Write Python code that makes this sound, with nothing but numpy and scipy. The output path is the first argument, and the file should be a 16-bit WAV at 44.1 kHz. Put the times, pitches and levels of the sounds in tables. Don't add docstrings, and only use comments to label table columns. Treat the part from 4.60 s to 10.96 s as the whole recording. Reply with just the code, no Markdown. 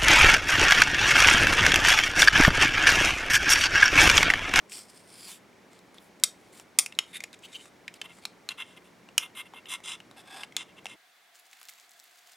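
import sys
import numpy as np
from scipy import signal
from scipy.fft import rfft, irfft
from scipy.io import wavfile
from scipy.ndimage import uniform_filter1d, minimum_filter1d

SR = 44100
rng = np.random.default_rng(int(sys.argv[2]) if len(sys.argv) > 2 else 0)


def generate_wav(signal):
    frames = np.transpose(np.atleast_2d(signal))
    scaled = np.clip(frames, -1, 1) * 32767
    pcm = np.round(scaled).astype(np.int16)
    wavfile.write(sys.argv[1], SR, pcm)


N = 280476
TIME = np.arange(N) / SR


def from_db(db):
    return 10 ** (np.asarray(db) / 20)


def rms_one(x):
    return x / np.sqrt(np.mean(x ** 2) + 1e-20)


def even(x, size=3000):
    return x / np.sqrt(np.abs(uniform_filter1d(x ** 2, size)) + 1e-20)


def at_hz(points, hz):
    known_hz, values = np.transpose(points)
    return np.interp(np.log(hz + 1e-9), np.log(known_hz), values)


def drift(per_s):
    knots = rng.standard_normal(8000)
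    return rms_one(np.interp(TIME * per_s, np.arange(len(knots)), knots))


def split(x, edges_hz):
    filters = [signal.butter(2, pair, "band", fs=SR, output="sos") for pair in zip(edges_hz, edges_hz[1:])]
    return [signal.sosfilt(np.vstack([sos, sos]), x) for sos in filters]


def resonate(force, modes, vary_db, polarity=-1):
    out = 0
    for k, (hz, width_hz, db) in enumerate(modes):
        r = np.exp(-np.pi * width_hz / SR)
        feedback = [1, -2 * r * np.cos(2 * np.pi * hz / SR), r * r]
        mode = (1 - r * r) / 2 * signal.lfilter([1, 0, -1], feedback, force + 1e-18)
        out += polarity ** k * from_db(db + vary_db * rng.standard_normal()) * mode
    return out


def glide(force, path, width_hz):
    times, *centres = np.transpose(path)
    r = np.exp(-np.pi * width_hz / SR)
    out = 0
    for hz in centres:
        carrier = np.exp(2j * np.pi * np.cumsum(np.interp(TIME, times, hz)) / SR)
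        out += np.real(carrier * signal.lfilter([1 - r], [1, -r], force / carrier + 1e-18))
    return out


# f/Hz, relative level/dB
ROOM_SPECTRUM = [(15, -65.5), (25, -29.5), (114, -13.5), (145, -13.5), (175, -6), (206, -7), (363, -8),
                 (607, -11), (840, -13.5), (1190, -16.5), (2110, -18.5), (2480, -22), (5430, -28.5),
                 (6050, -28.5), (16000, -41.5)]
# f/Hz, correlation
ROOM_CORRELATION = [(30, .5), (100, .82), (300, .8), (1000, 0.7), (4000, 0.79), (14000, 1)]
# f/Hz, level/dB
HUM_LINES = [(60, -92.5), (120, -78), (178, -73), (356, -77), (5561, -83)]

def room_tone(noise_db=-57):
    hz = np.fft.rfftfreq(N, 1 / SR)
    alike = at_hz(ROOM_CORRELATION, hz)
    mid, side = rfft(rng.standard_normal((2, N))) * from_db(at_hz(ROOM_SPECTRUM, hz))
    noise = irfft(np.sqrt(1 + alike) * mid + np.sqrt(1 - alike) * side * [[1], [-1]], N)
    hum = sum(from_db(db) * np.sqrt(2) * np.sin(2 * np.pi * line_hz * TIME + 0.41 * drift(9))
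              for line_hz, db in HUM_LINES)
    return from_db(noise_db) * rms_one(noise) + hum


def flutter(chirps_per_s=26.7, low_hz=1257, high_hz=2573, level_db=-71.5):
    cycle = (chirps_per_s * TIME + 0.19 * drift(11)) % 1
    hz = low_hz + (high_hz - low_hz) * cycle + 130 * drift(900)
    chirps = np.sin(2 * np.pi * np.cumsum(hz) / SR) * np.sin(np.pi * cycle ** 2) ** 2
    return from_db(level_db + 2 * drift(30)) * rms_one(chirps)


# f/Hz, relative level/dB
TAIL_SPECTRUM = [(300, -4.5), (1000, 6), (2500, -1.5), (6000, -0.5), (9000, -4), (12000, -5), (15000, -4)]

def small_room(x, t60_s=0.19, wet_db=-16.5, side_db=-21.5, size=16384):
    t = TIME[:size]
    build_up = 1 - np.exp(-(t / 0.0021) ** 2)
    echoes = rng.standard_normal((2, size)) * build_up * from_db(-60 * t / t60_s)
    colour = from_db(at_hz(TAIL_SPECTRUM, np.fft.rfftfreq(size, 1 / SR)))
    echoes = irfft(rfft(echoes) * colour)
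    mid, side = [signal.fftconvolve(x, echo / np.linalg.norm(echo))[:N] for echo in echoes]
    treble = signal.sosfilt(signal.butter(2, 4500, "high", fs=SR, output="sos"), x)
    bounce = np.array([np.interp(TIME - lag_s, TIME, treble, left=0) for lag_s in (.0011, .0017)])
    return x + from_db(-15) * bounce + from_db(wet_db) * (mid + from_db(side_db) * side * [[1], [-1]])


def slips(per_s, spread_db, catch_db, catches_per_s):
    sizes = from_db(spread_db * np.minimum(rng.exponential(1, N), 4)) * rng.choice([-1, 1], N)
    slipping = rng.random(N) < per_s / SR
    return sizes * slipping * from_db(catch_db * drift(catches_per_s))


def pressure(t, start, end, swell_db, arch_db, attack_s=0.0041, release_s=.014):
    along = np.clip((t - start) / (end - start), 0, 1) - .5
    edges = np.clip((t - start) / attack_s, 0, 1) * np.clip((end - t) / release_s, 0, 1)
    return edges * from_db(swell_db * along - arch_db * (2 * along) ** 2)


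RUB_BANDS = [600, 4300, 9500, 15500]

def rubs(strokes, vibration, dulling_db):
    body, hiss, grit = map(even, split(vibration, RUB_BANDS))
    out = np.zeros(N)
    for start, end, db, hiss_db, grit_db, swell_db in strokes:
        now = slice(int(start * SR), int(end * SR))
        arch_db = 11 + .2 * (db + 45)
        body_gain = pressure(TIME[now], start, end, swell_db, arch_db)
        treble_gain = pressure(TIME[now], start, end, swell_db - dulling_db, arch_db)
        treble = from_db(hiss_db) * hiss[now] + from_db(grit_db) * grit[now]
        out[now] += from_db(db) * (body_gain * body[now] + treble_gain * treble)
    return out


# start t/s, end t/s, level/dB, hiss/dB, grit/dB, swell/dB
TURNS = [(5.563, 5.625, -50, -8, -12.5, -6), (5.635, 5.856, -47, -8.5, -17, 13)]
# f/Hz, width/Hz, level/dB
TURN_MODES = [(720, 200, 3.5), (1140, 750, -6.5), (1650, 60, 4.5), (2200, 200, -8), (2620, 82, 3.5),
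              (3460, 180, 2.5), (5160, 460, -7), (6300, 1000, -14.5), (8300, 710, -8.5), (10250, 950, -12),
              (12300, 780, -18)]

def flashlight_turn():
    force = slips(per_s=3000, spread_db=2.8, catch_db=2.5, catches_per_s=170)
    return rubs(TURNS, resonate(force, TURN_MODES, vary_db=1), dulling_db=-4)


# start t/s, end t/s, level/dB, hiss/dB, grit/dB, swell/dB
BARREL_SKIDS = [(2.395, 2.53, -67.5, -6, -8, 24), (2.527, 2.587, -40, -12, -7, 5),
                (2.61, 2.638, -59, -3, -15, 8), (2.733, 2.752, -46.5, -6.5, -15, 6),
                (2.82, 2.876, -62, 4.5, -4, 4), (2.868, 2.926, -61.5, -8, -10, -1),
                (2.914, 2.98, -55.5, 2, -11, -5), (2.968, 3.098, -64, 4.5, -3, -7)]
# f/Hz, width/Hz, level/dB
BARREL_MODES = [(1360, 750, -16.5), (2180, 440, 2.5), (3200, 540, -1), (3660, 150, 2), (5400, 1500, -16),
                (6630, 510, -10.5), (7720, 600, -5), (8700, 1100, -13), (11000, 2000, -19)]
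# start t/s, end t/s, f/Hz, level/dB
BARREL_SQUEAKS = [(2.828, 2.871, 2950, -46.5), (2.94, 2.975, 3010, -38), (2.983, 3.028, 3000, -54)]

def barrel_skid(rise_hz_per_s=3000):
    force = slips(per_s=13000, spread_db=2.0, catch_db=2.0, catches_per_s=420)
    out = rubs(BARREL_SKIDS, resonate(force, BARREL_MODES, vary_db=3.5), dulling_db=-4.5)
    for start, end, hz, db in BARREL_SQUEAKS:
        rise_hz = rise_hz_per_s * (end - start)
        path = [(start, hz - rise_hz / 2), (end, hz + rise_hz / 2)]
        squeak = even(glide(force, path, width_hz=130), size=700)
        out += from_db(db) * pressure(TIME, start, end, swell_db=1.5, arch_db=11) * squeak
    return out


# start t/s, end t/s, level/dB, hiss/dB, grit/dB, swell/dB
RIM_SCRAPES = [(3.438, 3.475, -47, -16, -16, -2), (3.485, 3.54, -54.5, -15, -21, -10),
               (3.89, 3.934, -39.5, -12.5, -19, 6), (3.973, 4.042, -37.5, -17.5, -22, 1.5),
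               (4.03, 4.168, -60.5, -6, -20, 0), (4.162, 4.191, -50.5, -14.5, -15.5, 6),
               (4.24, 4.3, -66, -5, -10, -3.5), (4.585, 4.676, -41.5, -24, -11.5, 3),
               (4.748, 4.829, -40, -13.5, -10, 8.5), (4.852, 4.886, -53, -22, -14.5, 0),
               (4.939, 5.006, -47, -24, -16.5, 1), (5.055, 5.092, -51, -19, -15.5, -7),
               (5.083, 5.174, -37.5, -4, -12.5, 5), (5.234, 5.368, -41, -1, -19, 3),
               (5.966, 6.044, -42.5, -5, -35, -4.5), (6.065, 6.135, -61, -18.5, -28, -3),
               (6.164, 6.206, -52.5, -14, -28, -4), (6.266, 6.355, -50.5, -7, -21, 4)]
# f/Hz, width/Hz, level/dB
HOLLOW_MODES = [(993, 210, -0.5), (1340, 250, 0.5), (2128, 46, 10.5), (2365, 50, 1), (2733, 116, 10),
                (3260, 277, 3.5), (3110, 360, -2.5), (3475, 110, 9), (3884, 41, 5), (4160, 240, -15),
                (4990, 330, -15), (6170, 100, -12), (7050, 530, -16), (8050, 450, -15), (8360, 560, -15),
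                (9500, 840, -16), (10700, 460, -14), (11800, 570, -17.5), (12800, 490, -22)]

def head_scrape():
    force = slips(per_s=5000, spread_db=2.8, catch_db=1.6, catches_per_s=450)
    return rubs(RIM_SCRAPES, resonate(force, HOLLOW_MODES, vary_db=1.5), dulling_db=7.5)


# t/s, level/dB
PULL_LEVELS = [(0.08, -93), (0.096, -63), (0.104, -55.5), (0.13, -43.5), (0.186, -46), (0.274, -66),
               (0.304, -57), (0.324, -66), (0.372, -58), (0.442, -69.5), (0.492, -60.5), (0.718, -47.5),
               (0.782, -64), (0.81, -96)]

def long_pull(vibration):
    body, hiss, grit = map(even, split(vibration, RUB_BANDS))
    times, db = np.transpose(PULL_LEVELS)
    start, end = times[[0, -1]]
    body_gain = from_db(np.interp(TIME, [start, end], [-7.5, -1.5]))
    grit_gain = from_db(np.interp(TIME, [start, end], [-10.5, -3.5]))
    moving = (TIME > start) & (TIME < end)
    return moving * from_db(np.interp(TIME, times, db)) * (body_gain * body + hiss + grit_gain * grit)


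# start t/s, end t/s, level/dB, hiss/dB, grit/dB, swell/dB
NUDGES = [(1.11, 1.2, -65.5, -4, -16, -7), (1.345, 1.395, -63, -7, -12, -6),
          (1.395, 1.495, -72.5, -1.5, 3.5, -5), (1.75, 1.94, -72, -3, -7, 1),
          (1.922, 2.04, -61.5, 1.5, -3, -7), (3.348, 3.382, -58, -9, -12, -2),
          (3.515, 3.615, -68, 4, -7, -1), (3.612, 3.654, -59, -6, -13, 10)]
# f/Hz, width/Hz, level/dB
SLIDER_MODES = [(1315, 450, -30), (2223, 270, -2), (3520, 450, 2.5), (3800, 1100, 1), (4645, 1000, -6.5),
                (6970, 250, 2.5), (8400, 3900, -2.5), (11330, 2300, -4), (13630, 2360, -15)]
# t/s, lower f/Hz, upper f/Hz
BEAM_GLIDE = [(0.2, 5400, 8200), (0.29, 5200, 8450), (0.45, 5300, 8800), (0.56, 5150, 9300),
              (0.67, 4800, 10500), (0.74, 3280, 11000)]

def slider():
    force = slips(per_s=6500, spread_db=1.5, catch_db=2.2, catches_per_s=350)
    sizzle = from_db(-11.5) * slips(per_s=12000, spread_db=0.5, catch_db=3.2, catches_per_s=230)
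    hiss = resonate(force, SLIDER_MODES, vary_db=1) + sizzle
    singing = from_db(9) * glide(force, BEAM_GLIDE, width_hz=480)
    return long_pull(hiss + singing) + rubs(NUDGES, hiss, dulling_db=0.5)


# f/Hz, width/Hz, level/dB
STRUCK_MODES = [(444, 280, -15.5), (903, 180, -4.5), (1280, 510, -2.5), (1680, 220, -5), (2160, 120, 5),
                (2430, 89, 3), (2640, 160, 6), (3183, 480, 1.5), (3670, 80, -4), (3640, 410, -1),
                (4386, 300, -4), (4800, 100, -8.5), (5170, 320, -1), (5568, 890, 1), (6770, 360, 4),
                (7250, 260, -10.5), (7360, 280, -10), (7850, 410, 0), (9190, 310, -1.5), (9600, 300, -15),
                (10890, 1400, 5), (13200, 530, -7.5), (13600, 590, -17.5)]
CLACK_BANDS = [330, 1600, 4300, 7000, 10000, 15500]
# f/Hz, level/dB, t60/s
BEAM_MODES = [(2406, -35, .1), (3898, -33, .15), (5347, -29, .11), (5685, -36, .15), (6800, -34, .15),
              (9037, -22, .14), (9180, -21, .13)]

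def clack(spot_hz, bright_db, knock_db, chatter_s=0.0024, chatter_db=-14, size=12000):
    t = TIME[:size]
    force = from_db(chatter_db) * rng.standard_normal(size) * np.exp(-t / chatter_s)
    force[0] += 1
    modes = [*STRUCK_MODES, (spot_hz, 310, 15)]
    bands = split(resonate(force, modes, vary_db=3, polarity=1), CLACK_BANDS)
    colour_db = [knock_db, 0, .7 * bright_db - 1, bright_db, bright_db - 9]
    attack = t < .005
    impact = sum(from_db(db) * band / np.std(band[attack]) for db, band in zip(colour_db, bands))
    beam_db = 1.5 + bright_db + min(bright_db, 0)
    beam = sum(from_db(db - 60 * t / t60) * np.sin(2 * np.pi * hz * t) for hz, db, t60 in BEAM_MODES)
    return impact + from_db(beam_db) * beam


# t/s, struck spot f/Hz, level/dB, brightness/dB, low knock/dB
JAW_BLOWS = [(0.0967, 8100, -59.5, 7, -5), (0.12, 2420, -43, -9, -22), (1.1315, 7640, -67, 3, 9),
             (1.1902, 3690, -63.5, 0.5, -6), (1.3435, 10000, -63.5, 1.5, 7), (1.383, 3400, -47.5, -21, -23),
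             (1.5985, 7850, -63.5, 6, -10), (1.6369, 3860, -21, 5, -19.5), (1.6415, 9470, -36, 11, -35),
             (1.9977, 2470, -51, -1, -0.5), (2.1875, 8990, -21, 9.5, -13), (2.1949, 8950, -32.5, 9.5, -12),
             (2.2617, 2460, -33.5, -5.5, -14.5), (2.3236, 2580, -43, -18, -17),
             (2.3507, 3770, -55.5, -11, -15), (2.3885, 2850, -18.5, -12, -20),
             (2.6043, 2160, -36.5, -13.5, -19), (2.6383, 2550, -36, -6, -9.5),
             (2.7299, 3800, -49.5, -6.5, -16), (2.7907, 6720, -73, 11, 0), (3.056, 2420, -57.5, -3, 5),
             (3.2795, 1880, -34, -19.5, -32.5), (3.3406, 2720, -49.5, -3.5, -22),
             (3.4151, 3030, -33, -13.5, -14), (3.5858, 7630, -65.5, 1.5, 11.5),
             (3.6528, 4180, -32, -8, -12), (3.8891, 4070, -29.5, -11.5, -18), (4.4882, 2720, -49, -19, -7),
             (4.5796, 2930, -17.5, -4.5, -16.5), (4.9366, 893, -54.5, -14.5, 11),
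             (5.0568, 2850, -45.5, -21.5, -22), (5.2026, 2210, -59.5, -8, 6.5),
             (5.4025, 2800, -46, -17.5, -9.5), (5.512, 3750, -54.5, -7, 1.5),
             (5.8338, 2760, -34.5, -17.5, -10), (5.923, 2130, -50.5, -17, -19),
             (5.966, 3600, -26.5, -6.5, -19), (6.2453, 4570, -67.5, 5, 10),
             (6.2566, 2900, -36.5, -12, -2.5), (6.2664, 2700, -37.5, -17, -36)]

def jaw_clacks():
    out = np.zeros(N)
    for start_s, spot_hz, level_db, bright_db, knock_db in JAW_BLOWS:
        start = int(start_s * SR)
        blow = from_db(level_db) * clack(spot_hz, bright_db, knock_db)
        out[start:start + len(blow)] += blow[:N - start]
    return out


def scene():
    metal = jaw_clacks() + slider() + barrel_skid() + head_scrape() + flashlight_turn()
    balance = from_db([[.15], [-.15]])
    return small_room(metal) * balance + room_tone() + flutter()


def record(dry, stopband_hz=17500):
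    x = signal.sosfilt(signal.cheby2(12, 60, stopband_hz, fs=SR, output="sos"), dry)
    gain = 1 / np.maximum(np.abs(x).max(axis=0), 1)
    return x * uniform_filter1d(minimum_filter1d(gain, size=41), size=41)


dry = scene()
out = record(dry)
generate_wav(out)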